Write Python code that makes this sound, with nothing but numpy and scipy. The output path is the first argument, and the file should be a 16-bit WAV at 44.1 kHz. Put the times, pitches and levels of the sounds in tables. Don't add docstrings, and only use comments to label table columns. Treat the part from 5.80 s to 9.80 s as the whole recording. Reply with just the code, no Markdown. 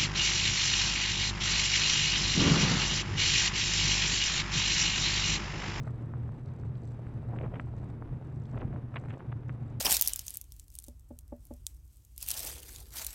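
import sys
import numpy as np
from scipy import signal
from scipy.fft import rfft, irfft
from scipy.io import wavfile
from scipy.ndimage import uniform_filter1d

SR = 44100
rng = np.random.default_rng(int(sys.argv[2]) if len(sys.argv) > 2 else 0)


def generate_wav(signal):
    frames = np.transpose(np.atleast_2d(signal))
    scaled = np.clip(frames, -1, 1) * 32767
    pcm = np.round(scaled).astype(np.int16)
    wavfile.write(sys.argv[1], SR, pcm)


N = 176400


def amp(db):
    return 10 ** (np.asarray(db) / 20)


def unit(x):
    return x / np.sqrt(np.mean(x ** 2) + 1e-20)


def curve(points):
    return np.interp(np.arange(N) / SR, *np.transpose(points))


def colour(x, spectrum):
    points_hz, db = np.transpose(spectrum)
    hz = np.fft.rfftfreq(len(x), 1 / SR)
    gain = amp(np.interp(np.log(hz + 1), np.log(points_hz), db))
    return unit(irfft(rfft(x) * gain, len(x)))


def drift(rate_hz):
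    hz = np.fft.rfftfreq(N, 1 / SR)
    return unit(irfft(rfft(rng.standard_normal(N)) * np.exp(-(hz / rate_hz) ** 2), N))


def clicks(per_s, spread_db):
    impulses = (rng.random(N) < per_s / SR) * rng.choice([-1, 1], N)
    return impulses * amp(spread_db * np.minimum(rng.exponential(1, N), 3))


def add(mix, s, sound):
    part = mix[max(round(s * SR) - len(sound) // 2, 0):][:len(sound)]
    part += sound[:len(part)]


def air_band(hz, centre_hz, low_slope, high_slope, top_hz):
    ratio = hz / (1.126 * centre_hz)
    return ratio ** low_slope / (1 + ratio ** (low_slope + high_slope)) / (1 + (hz / top_hz) ** 10)


# pitch_hz, width_hz, gain_db
FRAME_MODES = [(45.7, 39, -23.5), (70.7, 4, -15.5), (82.2, 6, -10), (118.4, 7.4, -1), (138.8, 15.6, -6.5),
               (221.5, 21.4, -16.5)]
# time_s, level_db
PLANK_DRIVE = [(0.0, -33.5), (0.07, -37), (0.19, -40), (0.21, -36.5), (0.29, -39), (0.36, -35.5),
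               (0.46, -35.5), (0.6, -44.5), (0.69, -35.5), (0.78, -41.5), (0.85, -36), (0.92, -38.5),
               (1.07, -39.5), (1.24, -44), (1.27, -37), (1.31, -46), (1.37, -36.5), (1.43, -41),
               (1.45, -38), (1.69, -36.5), (1.71, -43), (1.78, -37), (1.82, -41.5), (1.84, -38.5),
               (2.14, -38.5), (2.21, -48), (2.23, -40), (2.29, -44), (2.32, -35), (2.37, -37), (2.42, -47),
               (2.55, -39.5), (2.58, -37), (2.7, -42), (2.75, -34), (2.82, -48), (2.85, -31), (2.9, -41.5),
               (2.95, -33), (3.0, -41), (3.02, -58), (3.04, -34.5), (3.11, -49), (3.14, -35), (3.16, -41.5),
               (3.29, -37), (3.42, -50), (3.49, -37), (3.58, -39.5), (3.6, -48), (3.71, -36), (3.78, -45),
               (3.8, -36.5), (3.9, -41.5), (3.92, -41.5), (4.0, -34.5)]


def frame(steadiness=0.35):
    hz, drone = np.fft.fftfreq(N, 1 / SR), np.zeros(N)
    for pitch_hz, width_hz, db in FRAME_MODES:
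        detuning = (hz - pitch_hz) / width_hz * 1.075
        ring = np.fft.ifft(np.fft.fft(rng.standard_normal(N)) / (1 + detuning ** 2))
        power = uniform_filter1d(abs(ring) ** 2, size=2000)
        drone += amp(db) * unit(ring.real / power ** steadiness)
    return drone * amp(curve(PLANK_DRIVE))


# frequency_hz, gain_db
ROLL_SPECTRUM = [(15, -23.5), (40, -8.5), (100, 1.5), (180, 0.5), (290, 0.5), (450, -6.5), (700, -13.5),
                 (1100, -17.5), (1800, -24), (2600, -31.5), (3500, -39), (3800, -36.5), (4050, -45.5),
                 (5000, -45), (9000, -55.5)]
CRUNCH_SPECTRUM = [(1500, -22.5), (3000, -6.5), (3800, 2.5), (4600, 1.5), (5400, -9), (6250, 1.5),
                   (6800, -18), (7500, 3.5), (8400, -3), (9300, -10.5), (10500, -17.5), (12000, -13.5),
                   (14000, -17.5)]
# time_s, gain_db
ROLL_ENVELOPE = [(0, 0.5), (.45, -1), (.62, -1), (1.0, -1), (1.4, 0), (2.0, -1.5), (2.6, -2), (3.2, -0.5),
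                 (3.6, -1), (4, -2)]
CRUNCH_ENVELOPE = [(0, -72), (.12, -81), (.23, -82), (.36, -87.5), (.55, -83), (.67, -82.5), (.9, -82),
                   (1.0, -76.5), (1.11, -81), (1.2, -85.5), (1.36, -83), (1.62, -86), (1.78, -83.5),
                   (1.87, -82), (1.97, -79.5), (2.1, -81.5), (2.19, -99), (2.45, -83.5), (2.6, -80),
                   (2.77, -80), (2.86, -90), (3.11, -88), (3.17, -78), (3.30, -79), (3.42, -91), (4, -83.5)]


def tyres(roll_db=-49, crunch_db=-0.5):
    lumps = amp(1.46 * drift(rate_hz=49))
    roll = colour(rng.standard_normal(N) * lumps, ROLL_SPECTRUM)
    clumps = signal.oaconvolve(abs(clicks(per_s=61, spread_db=-0.5)), np.hanning(230))[:N]
    crunch = colour(rng.standard_normal(N) * (.2 + clumps), CRUNCH_SPECTRUM)
    return roll * amp(roll_db + curve(ROLL_ENVELOPE)) + crunch * amp(crunch_db + curve(CRUNCH_ENVELOPE))


# frequency_hz, gain_db
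THUD_SPECTRUM = [(12, -6.5), (25, -4), (42, 6), (70, -3), (130, -7), (220, -5), (320, -13.5), (500, -21),
                 (1200, -62.5)]
# time_s, level_db
THUD_ENVELOPE = [(0, -54), (.4, -53), (.95, -58), (1.35, -47.5), (1.55, -50), (1.65, -44), (1.71, -47),
                 (1.77, -53), (1.88, -50), (2.0, -50), (2.1, -52), (2.25, -43), (2.48, -51.5), (2.7, -51.5),
                 (2.85, -42), (2.97, -51), (3.3, -55.5), (3.5, -54), (4, -58.5)]


def wind_thud():
    return colour(rng.standard_normal(N), THUD_SPECTRUM) * amp(curve(THUD_ENVELOPE))


# middle_s, length_s, level_db, centre_hz
SPUTTER_RUNS = [(0.069, 0.088, -57, 740), (0.435, .2, -63, 552), (1.04, .07, -52, 280),
                (1.538, 0.028, -47.5, 520), (1.634, 0.053, -47.5, 260), (1.648, 0.03, -53, 800),
                (1.742, 0.014, -49.5, 1000), (1.765, 0.018, -52.5, 1000), (1.794, 0.055, -47.5, 220),
                (2.775, .012, -52, 1200), (2.802, 0.018, -59.5, 1500), (2.812, 0.019, -60, 2470),
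                (2.826, 0.027, -44.5, 402), (3.144, 0.013, -51, 1000), (3.164, 0.018, -40.5, 1340),
                (3.177, .022, -51, 970), (3.252, .008, -57, 1200), (3.306, 0.029, -56.5, 1920),
                (3.341, 0.045, -59.5, 1070), (3.399, .012, -58.5, 1080), (3.522, 0.01, -50.5, 1090)]
# frequency_hz, gain_db
STRAY_SPECTRUM = [(200, -24.5), (700, 10.5), (1500, -5), (2800, -14.5), (4500, -27), (8000, -54.5)]


def sputters(stray_db=-69):
    out, hz = np.zeros(N), np.fft.rfftfreq(4096, 1 / SR)
    crackle = clicks(per_s=2100, spread_db=6.5)
    for middle_s, length_s, db, centre_hz in SPUTTER_RUNS:
        top_hz = min(3740, 3.3 * centre_hz)
        band = air_band(hz, centre_hz, low_slope=0.37, high_slope=1.92, top_hz=top_hz)
        run = irfft(rfft(crackle[int(middle_s * SR):], 4096) * band)[:int(length_s * SR)]
        add(out, middle_s, amp(db) * unit(run * np.hanning(len(run)) ** .5))
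    return out + amp(stray_db) * colour(clicks(per_s=45, spread_db=3.5), STRAY_SPECTRUM)


# middle_s, peak_db, centre_hz
CRUST_TICKS = [(0.036, -57, 6800), (.077, -73, 6400), (.107, -68, 7000), (0.224, -66, 7400),
               (.660, -61, 4800), (0.689, -64, 4000), (.799, -62, 5000), (0.955, -56.5, 3100),
               (0.972, -66.5, 5500), (1.020, -63, 6500), (1.054, -59.5, 6000), (1.087, -66, 6900),
               (1.109, -64, 6500), (1.135, -70, 7500), (1.554, -68.5, 7200), (1.967, -65, 6550),
               (1.984, -67, 6100), (2.090, -67, 7300), (2.561, -68, 5500), (2.621, -63, 5800),
               (2.656, -56.5, 3800), (2.715, -61.5, 5760), (2.788, -62.5, 5970), (2.811, -60, 4250),
               (3.214, -65, 7700), (3.303, -63, 7000), (3.381, -64.5, 5800), (3.685, -61.5, 6060),
               (3.903, -67, 7000)]


def crust(half_length_s=0.0021, log_bandwidth=0.29):
    out, hz = np.zeros(N), np.fft.rfftfreq(1024, 1 / SR)
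    t = np.arange(-512, 512) / SR
    for middle_s, db, centre_hz in CRUST_TICKS:
        band = np.exp(-(np.log((hz + 1) / centre_hz) / log_bandwidth) ** 2 / 2) / (1 + (hz / 9000) ** 16)
        burst = rng.standard_normal(len(t)) * np.exp(-(t / half_length_s) ** 2)
        tick = irfft(rfft(burst) * band)
        add(out, middle_s, amp(db) * tick / abs(tick).max())
    return out


# middle_s, peak_db, centre_hz
AIR_POPS = [(0.072, -34.5, 547), (.077, -34.5, 1220), (0.338, -34, 1020), (.346, -45, 1010),
            (.492, -37.5, 920), (0.836, -44, 1190), (1.194, -37.5, 535), (1.269, -41, 1390),
            (1.430, -40.5, 650), (1.498, -40, 600), (1.516, -46, 600), (1.536, -31.5, 515),
            (1.543, -38, 850), (1.562, -38, 1310), (1.574, -31, 300), (1.588, -34.5, 2130),
            (1.613, -27.5, 524), (1.614, -38, 1970), (1.627, -37, 420), (1.635, -42, 1500),
            (1.64, -28, 400), (1.643, -43, 1900), (1.648, -41, 1000), (1.650, -47, 2180), (1.663, -35, 895),
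            (1.739, -34, 600), (1.757, -38, 2300), (1.798, -24.5, 1530), (1.801, -36, 1400),
            (1.939, -38, 640), (2.031, -43, 546), (2.039, -44, 804), (2.224, -32.5, 1010),
            (2.414, -38, 600), (2.737, -43, 900), (2.746, -37, 1060), (2.758, -42.5, 750),
            (2.778, -36, 1310), (2.818, -35, 1470), (2.828, -37, 1100), (2.853, -39, 200),
            (2.929, -41.5, 1400), (2.949, -36, 168), (2.962, -36, 1010), (2.987, -44, 1000),
            (3.16, -37, 2100), (3.167, -37, 2250), (3.170, -27.5, 2000), (3.239, -40, 1100),
            (3.259, -40, 1110), (3.286, -43, 1900), (3.308, -37, 1790), (3.318, -44, 1900),
            (3.341, -45, 2300), (3.35, -46, 800), (3.373, -37, 646), (3.406, -36, 1100),
            (3.527, -33.5, 1170), (3.695, -33, 1610), (3.701, -40, 1350), (3.826, -47, 550)]


def pops():
    out, hz = np.zeros(N), np.fft.rfftfreq(1024, 1 / SR)
    for middle_s, db, centre_hz in AIR_POPS:
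        top_hz = min(3550, 2.32 * centre_hz)
        band = air_band(hz, centre_hz, low_slope=1.34, high_slope=3.85, top_hz=top_hz)
        pop = irfft(band * np.exp(2j * np.pi * rng.random()))
        add(out, middle_s, amp(db) * np.fft.fftshift(pop) / abs(pop).max())
    return out


# frequency_hz, gain_db
GUST_SPECTRUM = [(15, -14.5), (40, -4.5), (120, 1.5), (250, -0.5), (450, -4), (750, -6), (1200, -20.5),
                 (2500, -28.5), (3200, -41), (4000, -51), (7000, -72.5), (12000, -86)]
# time_s, level_db
GUST_ENVELOPE = [(0, -69), (.9, -69.5), (1.42, -69), (1.50, -46.5), (1.535, -48.5), (1.60, -45),
                 (1.64, -42.5), (1.665, -45), (1.71, -54), (1.745, -41.5), (1.78, -48.5), (1.83, -57.5),
                 (2.1, -56.5), (2.68, -62.5), (2.76, -45.5), (2.80, -46.5), (2.835, -44), (2.89, -60.5),
                 (2.965, -45.5), (3.03, -72), (3.2, -55), (3.35, -51.5), (3.47, -66), (4, -76)]


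def gusts():
    lumps = amp(2.9 * drift(rate_hz=270))
    return colour(rng.standard_normal(N) * lumps, GUST_SPECTRUM) * amp(curve(GUST_ENVELOPE))


def scene():
    bicycle = frame() + tyres() + crust()
    wind = gusts() + wind_thud() + pops() + sputters()
    return (bicycle + wind)[None]


def record(dry, hiss_db=-89, whine_db=-99, whine_hz=10519.5, cutoff_hz=12750):
    hiss = amp(hiss_db) * rng.standard_normal(N)
    whine = amp(whine_db) * unit(np.sin(2 * np.pi * whine_hz * np.arange(N) / SR))
    low_pass = signal.firwin(511, cutoff_hz, window=("kaiser", 9), fs=SR)
    return signal.oaconvolve(dry + hiss + whine, low_pass[None], "same")


dry = scene()
out = record(dry)
generate_wav(out)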